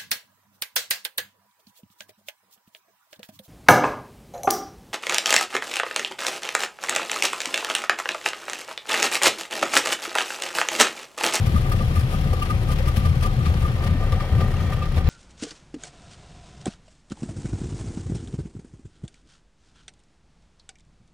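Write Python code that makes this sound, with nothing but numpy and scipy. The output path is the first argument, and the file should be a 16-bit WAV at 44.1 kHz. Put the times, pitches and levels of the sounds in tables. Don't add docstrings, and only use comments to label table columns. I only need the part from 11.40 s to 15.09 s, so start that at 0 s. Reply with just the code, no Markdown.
import sys
import numpy as np
from scipy import signal
from scipy.io import wavfile
from scipy.ndimage import uniform_filter1d

SR = 44100
rng = np.random.default_rng(int(sys.argv[2]) if len(sys.argv) > 2 else 0)


def makeup_ratio(level_db):
    decades = np.asarray(level_db, float) / 20
    return 10 ** decades


def bounce(signal):
    frames = np.transpose(np.atleast_2d(signal))
    limited = np.clip(frames, -1, 1)
    pcm = np.round(limited * 32767).astype(np.int16)
    wavfile.write(sys.argv[1], SR, pcm)


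N = 162729

# t/s, f/Hz, level/dB
HULL = [(0.0, 33.07, -16), (0.11, 32.91, -25.5), (1.26, 33.26, -30.5), (1.64, 32.81, -26),
        (2.06, 33.97, -28.5), (2.52, 31.58, -27), (2.83, 31.61, -29), (2.88, 31.4, -35), (3.06, 31.87, -27),
        (3.35, 31.19, -26.5), (3.46, 32.9, -21.5), (3.53, 33.4, -33), (3.69, 32.7, -21)]
# peak t/s, panel ring level/dB, length/s, block thud level/dB
FIRINGS = [(0.073, -38, 0.01, -40.5), (0.165, -28, 0.0078, -32), (0.32, -28.5, 0.0045, -22),
           (0.336, -39, 0.008, -31), (0.41, -33, 0.015, -25), (0.568, -30, 0.0062, -47),
           (0.744, -34.5, 0.018, -28), (0.935, -30.5, 0.0079, -20.5), (1.025, -25.5, 0.0073, -47),
           (1.107, -27, 0.0083, -42), (1.295, -33, 0.007, -22.5), (1.485, -30.9, 0.013, -29),
           (1.58, -35, 0.0049, -39), (1.658, -33.5, 0.015, -38), (1.832, -33, 0.0077, -44),
           (1.855, -29.5, 0.011, -34), (2.067, -32.5, 0.007, -22), (2.229, -39, 0.0044, -50),
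           (2.253, -29.5, 0.0073, -34), (2.439, -37, 0.016, -24), (2.464, -41, 0.0036, -30),
           (2.631, -35.5, 0.012, -21), (2.729, -34.5, 0.0088, -19), (2.808, -31.5, 0.0065, -45),
           (2.987, -34.5, 0.0047, -33), (3.021, -35.5, 0.0075, -22), (3.039, -45, 0.011, -40),
           (3.334, -37.5, 0.01, -56), (3.425, -33.5, 0.011, -28), (3.582, -39.5, 0.015, -26),
           (3.671, -41, 0.022, -26.5)]
# f/Hz, width/Hz, level/dB
COWL = [(361.4, 40, -5.5), (526.3, 72, -3), (759, 39, -3), (1200.5, 52, -7), (1550, 18, -11),
        (1838, 85, -11), (2346, 31, -14), (1033, 170, -18), (3230, 47, -16.5)]
PANEL_HZ = 1202.3


def rms_one(x):
    return x / np.sqrt(np.mean(x ** 2) + 1e-20)


def in_time(rows):
    s, *columns = np.transpose(rows)
    return [np.interp(np.arange(N) / SR, s, c) for c in columns]


def at_hz(points, hz):
    hz_points, values = np.transpose(points)
    return np.interp(np.log(hz), np.log(hz_points), values)


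def drift(rate):
    r = np.exp(-80 * np.pi * rate / SR)
    white = rng.standard_normal(N // 40 + 2002)
    slow = signal.lfilter([1], [1, -2 * r, r * r], white)[2000:]
    return np.interp(np.arange(N) / 40, np.arange(len(slow)), rms_one(slow))


def resonate(x, body):
    out = 0
    for k, (hz, width_hz, db) in enumerate(body):
        r = np.exp(-np.pi * width_hz / SR)
        poles = [1, -2 * r * np.cos(2 * np.pi * hz / SR), r * r]
        out = out + (-1) ** k * makeup_ratio(db) * signal.lfilter([1 - r * r, 0, r * r - 1], poles, x)
    return rms_one(out)


def bursts(s, db, length_s):
    rise, fall, least_s = 0.4, 0.85, 0.0069
    out, t = np.zeros(N + SR), np.arange(-SR // 20, SR // 10) / SR
    for at, level, length in np.broadcast(s, db, length_s):
        i = int(at * SR) + SR // 2 - SR // 20
        width_s = np.where(t < 0, rise, fall) * (length + least_s)
        out[i:i + len(t)] += makeup_ratio(level) * np.exp(-np.abs(t / width_s) ** 1.5)
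    return out[SR // 2:SR // 2 + N]


def wavelets(rows, length_s):
    out, t = np.zeros(N + SR), np.arange(-SR // 10, SR // 10) / SR
    for (at, db, hz), length, phase in zip(rows, length_s, rng.random(len(rows))):
        i = int(at * SR) + SR // 2 - SR // 10
        bell = np.exp(-0.5 * (t / length) ** 2)
        out[i:i + len(t)] += np.sqrt(2) * makeup_ratio(db) * bell * np.sin(2 * np.pi * (hz * t + phase))
    return out[SR // 2:SR // 2 + N]


def wander_tone(hz, spread_hz, rate):
    return np.sqrt(2) * np.sin(2 * np.pi * np.cumsum(hz + spread_hz * drift(rate)) / SR)


def banded(spectrum):
    # f/Hz, coherence (0-1)
    likeness = [(250, 0.94), (600, 0.17), (1400, 0.06)]
    patchy_db = 0.8
    out, together, edges = 0, drift(3), 220 * 2 ** np.arange(0, 6.4, 1 / 3)
    white = rng.standard_normal((2, 2, N))
    for k, (low, high) in enumerate(zip(edges, edges[1:])):
        band = signal.butter(2, [low, high], "band", fs=SR, output="sos")
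        mid, side = signal.sosfilt(band, white[k % 2])
        centre = np.sqrt(low * high)
        alike = np.clip(at_hz(likeness, centre), 0, 1)
        gain = makeup_ratio(at_hz(spectrum, centre) + patchy_db * (0.49 * together + drift(6)))
        out = out + gain * (np.sqrt(1 + alike) * mid + np.sqrt(1 - alike) * side * [[1], [-1]])
    return rms_one(out)


def split_treble(x):
    return [signal.sosfilt(signal.butter(4, 7000, kind, fs=SR, output="sos"), x) for kind in ("low", "high")]


def pan(x, db):
    return x * makeup_ratio(np.array([db / 2, -db / 2]).reshape(2, -1))


def crank():
    jitter_s = 0.1435 / 32
    turns = np.cumsum(in_time(HULL)[0]) / SR
    s = np.flatnonzero(np.diff(np.floor(turns))) / SR
    return turns, s + jitter_s * rng.standard_normal(200)[:len(s)]


def hull_hum(turns):
    swell = 1 + 0.4 * drift(4)
    return np.sqrt(2) * makeup_ratio(in_time(HULL)[1]) * swell * np.sin(2 * np.pi * turns)


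def exhaust_burble(turn_s):
    # t/s, level/dB
    effort = [(0.0, -20.5), (0.76, -24), (0.83, -23.5), (1.09, -25), (1.12, -21), (1.54, -22), (1.64, -20),
              (1.81, -22), (2.81, -22.5), (2.85, -30.5), (2.93, -21), (3.44, -23.5), (3.45, -27.5),
              (3.69, -19)]
    # f/Hz, width/Hz, level/dB
    leg = [(61.4, 24.7, -7), (77.26, 8.5, 3), (82.8, 11.7, 0.5), (107.5, 23.6, -4.5), (127.1, 15.7, -3),
           (167.2, 20, -10.5), (213, 20.5, -17.5), (249, 2.4, -32)]
    pulse_spread, turbulence, evening = 0.74, 0.87, 0.55
    burble_db, side_db = -0.5, -19
    pulses = np.zeros(N)
    i = np.clip((turn_s * SR).astype(int), 0, N - 1)
    pulses[i] = 1 + pulse_spread * rng.standard_normal(200)[:len(turn_s)]
    drive = rms_one(pulses) + turbulence * rng.standard_normal(N)
    soft = signal.butter(4, 330, fs=SR, output="sos")
    burble = signal.sosfilt(soft, resonate(drive, leg))
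    level = np.sqrt(uniform_filter1d(burble ** 2, size=2400) + 0.00085)
    mid = makeup_ratio(burble_db) * rms_one(burble / level ** evening)
    side = makeup_ratio(side_db) * signal.sosfilt(soft, resonate(rng.standard_normal(N), leg))
    return makeup_ratio(in_time(effort)[0]) * (mid + side * [[1], [-1]])


def cowl_rattle(spit, facing_db):
    impacts_per_s, level_db, knock_db = 2500, -37, 29
    impacts = (rng.random(N) < impacts_per_s / SR) * rng.standard_normal(N) * makeup_ratio(1.2 * drift(25))
    return makeup_ratio(level_db + facing_db) * resonate(impacts * (1 + makeup_ratio(knock_db) * spit), COWL)


def wake_wash(loss_db):
    # f/Hz, level/dB per Hz
    wash_spectrum = [(300, 1), (600, -12), (1700, -12), (3300, -14.5), (5000, -23.5), (6300, -29.5),
                     (7200, -36.5), (9500, -30), (12000, -33), (16000, -36)]
    low, high = split_treble(makeup_ratio(-40) * banded(wash_spectrum))
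    return makeup_ratio(0.55 * loss_db) * low, makeup_ratio(loss_db) * high


def fine_spray(high_hiss, loss_db):
    spatters = (rng.random(N) < 60 / SR) * rng.exponential(1, N)
    return makeup_ratio(-58.5 + loss_db) * np.convolve(spatters, np.hanning(80), "same") * high_hiss


def gas_throbs():
    # peak t/s, level/dB, f/Hz
    swells = [(0.011, -17.5, 97), (0.078, -13.5, 109.6), (0.169, -17.5, 80), (0.341, -22.5, 107),
              (0.476, -19, 70), (0.52, -22, 129.4), (0.586, -16, 85), (0.641, -21.5, 123), (0.811, -20, 76),
              (0.853, -21.5, 135), (0.918, -20, 84.5), (1.392, -22, 71), (1.489, -18, 77),
              (1.584, -15.5, 84), (1.655, -20, 78.4), (1.697, -17, 85), (1.746, -25.5, 75),
              (1.799, -22, 74), (1.994, -23, 130), (2.101, -18, 77), (2.233, -17, 77.88), (2.479, -22, 82),
              (2.515, -17.5, 76.5), (2.674, -25, 100), (2.739, -18.5, 77), (2.927, -17, 80.5),
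              (2.969, -18, 118.5), (3.027, -17, 87), (3.211, -19, 84), (3.342, -18.5, 97),
              (3.581, -17.5, 82), (3.635, -31.5, 72), (3.678, -19, 80.6)]
    return makeup_ratio(-0.5) * wavelets(swells, np.full(len(swells), 0.013))


def gas_puffs(turn_s):
    # peak t/s, hiss level/dB, length/s, bright hiss level/dB
    puff_table = [(0.067, -38.5, 0.0047, -41.5), (0.322, -37.5, 0.0057, -42), (0.394, -41, 0.005, -67),
                  (0.56, -40, 0.006, -44), (0.595, -47, 0.0044, -44), (0.71, -43, 0.012, -50),
                  (0.74, -53, 0.0095, -52), (1.026, -53, 0.0035, -51), (1.059, -41, 0.015, -62),
                  (1.104, -44, 0.0066, -50), (1.32, -37, 0.01, -40.5), (1.477, -44.5, 0.007, -43.5),
                  (1.568, -37.5, 0.014, -39.5), (1.659, -44, 0.017, -53), (1.831, -34.5, 0.0055, -42),
                  (1.864, -45, 0.0052, -45.9), (2.059, -39.5, 0.02, -57), (0.937, -53, 0.0056, -50),
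                  (2.22, -45, 0.006, -50), (1.287, -49, 0.0041, -50), (2.441, -43, 0.0052, -53),
                  (0.165, -59, 0.0085, -50), (2.47, -38.5, 0.01, -48), (2.723, -36.5, 0.0032, -44),
                  (2.807, -43, 0.0075, -82), (3.007, -37, 0.01, -50), (3.105, -52, 0.011, -55),
                  (1.388, -44, 0.025, -58), (3.335, -41, 0.0047, -49), (3.438, -48.5, 0.017, -76),
                  (3.57, -39.5, 0.023, -49), (3.666, -43, 0.044, -76)]
    trim_db = 2
    idle = bursts(turn_s, -43 + 1.5 * rng.standard_normal(200)[:len(turn_s)], 0.004)
    s, hiss_db, length_s, bright_db = np.transpose(puff_table)
    spit = bursts(s, hiss_db + trim_db, length_s)
    bright = bursts(s, bright_db + trim_db - 5, length_s)
    s, ring_db, length_s, _ = np.transpose(FIRINGS)
    spit = spit + bursts(s, ring_db - 15.5, 1.1 * length_s)
    bright = bright + bursts(s, ring_db - 24, 0.67 * length_s)
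    return spit, bright, idle


def exhaust_hiss(spit, bright, idle, high_gain, low_hiss, high_hiss):
    crackle = rms_one(makeup_ratio(1.9 * drift(300)))
    dull = (spit * crackle + idle) * low_hiss
    sharp = high_gain * idle * high_hiss / 5 + bright * high_hiss * crackle
    return dull, sharp


def firing_rings():
    s, ring_db, length_s, thud_db = np.transpose(FIRINGS)
    flutter = makeup_ratio(2 * drift(62))
    ring = bursts(s, ring_db + 2.5, length_s) * wander_tone(PANEL_HZ, 10.9, 9.04) * flutter
    block = [(hz, 1.74 * width_hz, db) for hz, width_hz, db in COWL[:3]]
    thud = bursts(s, thud_db - 11, length_s) * resonate(rng.standard_normal(N), block)
    after = bursts(s + 0.026, ring_db - 16, 0.024) + makeup_ratio(-55 + 2.5 * drift(15))
    return ring + thud + after * resonate(rng.standard_normal(N), COWL[3:4])


def gulp_knocks():
    # peak t/s, level/dB
    gulp_table = [(0.096, -27), (0.147, -15.5), (0.41, -22.5), (0.482, -23.5), (0.582, -23.5),
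                  (0.748, -23.5), (0.86, -26.5), (1.335, -47), (1.574, -17), (1.861, -24.5), (2.07, -23.5),
                  (2.209, -30), (2.489, -22.5), (2.731, -38), (3.04, -19.5), (3.577, -29), (1.11, -29)]
    gulp_hz, length_s = 214.8, 0.011
    s, db = np.transpose(gulp_table)
    tone = rms_one(wander_tone(gulp_hz, 10, 10) + wander_tone(0.8 * gulp_hz, 10, 10))
    return bursts(s, db - 3.5, length_s) * tone


def loose_parts():
    # peak t/s, level/dB, f/Hz
    part_table = [(.15, -29, 270), (.8, -25.5, 150), (.927, -40, 1210), (2.555, -27.5, 260),
                  (.735, -36, 380.3), (1.028, -32, 2810), (1.405, -31, 520), (2.538, -44, 1800),
                  (2.575, -44, 1800), (3.428, -41, 2630), (3.57, -45, 3652)]
    return wavelets(part_table, np.full(len(part_table), 0.0054))


def panel_pings():
    # t/s, peak level/dB
    ping_table = [(0.2557, -30), (0.5066, -36), (1.278, -35), (1.327, -31.5), (1.467, -35), (1.7339, -34),
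                  (1.8207, -28), (1.891, -32), (2.0037, -34), (2.2078, -44), (2.338, -46), (2.4048, -39),
                  (2.5315, -46), (2.7795, -36), (2.9484, -41), (3.1037, -49), (3.1371, -37), (3.458, -36)]
    length_s = 0.0062
    s, db = np.transpose(ping_table)
    return bursts(s + 0.0062, db - 2.5, length_s) * wander_tone(PANEL_HZ, 26.7, 15)


def water_drops():
    # t/s, level/dB, f/Hz
    drop_table = [(0.3742, -48, 7840), (0.5996, -41, 4900), (1.0561, -47, 9000), (2.3964, -45, 5000),
                  (3.0466, -52.6, 10700), (3.1689, -46, 6160), (3.1694, -39, 2800), (3.2072, -59, 8960),
                  (3.2253, -44, 6160), (3.3671, -53, 5040), (3.5246, -45, 10700), (3.5501, -45.4, 5050)]
    cycles = 5
    return wavelets(drop_table, cycles / np.transpose(drop_table)[2])


def scene():
    # t/s, left lead/ms, treble left-right level/dB, treble loss level/dB, casing level/dB
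    turning = [
        (0, 0.26, 12, 4.5, -1),
        (1.2, 0.21, 14.5, 0.5, -1.5),
        (2.0, 0.26, 12.5, 0.5, -1),
        (2.7, 0.099, 8, -0.5, 1),
        (3.2, 0.037, 4, 3, 1),
        (3.69, -0.13, 0, -4.5, -3.5),
    ]
    # f/Hz, level/dB per Hz
    hiss_spectrum = [(1300, -3.5), (2500, -3.5), (5000, -12.5), (7000, -26.5), (9500, -17.5), (16000, -26)]
    lead_ms, treble_db, loss_db, facing_db = in_time(turning)
    turns, turn_s = crank()
    spit, bright, idle = gas_puffs(turn_s)
    low_hiss, high_hiss = [rms_one(part) for part in split_treble(banded(hiss_spectrum))]

    bass = hull_hum(turns) + exhaust_burble(turn_s) + gas_throbs() + gulp_knocks()
    casing = cowl_rattle(spit + idle, facing_db) + firing_rings() + loose_parts() + panel_pings()
    n, shift = np.arange(N), lead_ms * SR / 2000
    casing = np.array([np.interp(n + shift, n, casing), np.interp(n - shift, n, casing)])

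    dull_wash, sharp_wash = wake_wash(loss_db)
    dull_hiss, sharp_hiss = exhaust_hiss(spit, bright, idle, makeup_ratio(loss_db), low_hiss, high_hiss)
    dull = dull_wash + dull_hiss
    sharp = sharp_wash + sharp_hiss + fine_spray(high_hiss, loss_db) + water_drops()
    return pan(bass, 4) + pan(casing, 2.5) + pan(dull, 0.39 * treble_db) + pan(sharp, 0.78 * treble_db)


def band_limit(x):
    return signal.sosfilt(signal.butter(12, 15780, fs=SR, output="sos"), x)


def record(dry):
    low_cut = signal.butter(8, 23, "high", fs=SR, output="sos")
    top_cut = signal.cheby2(12, 70, 17500, fs=SR, output="sos")
    return band_limit(signal.sosfilt(np.vstack([low_cut, top_cut]), dry))


dry = scene()
out = record(dry)
bounce(out)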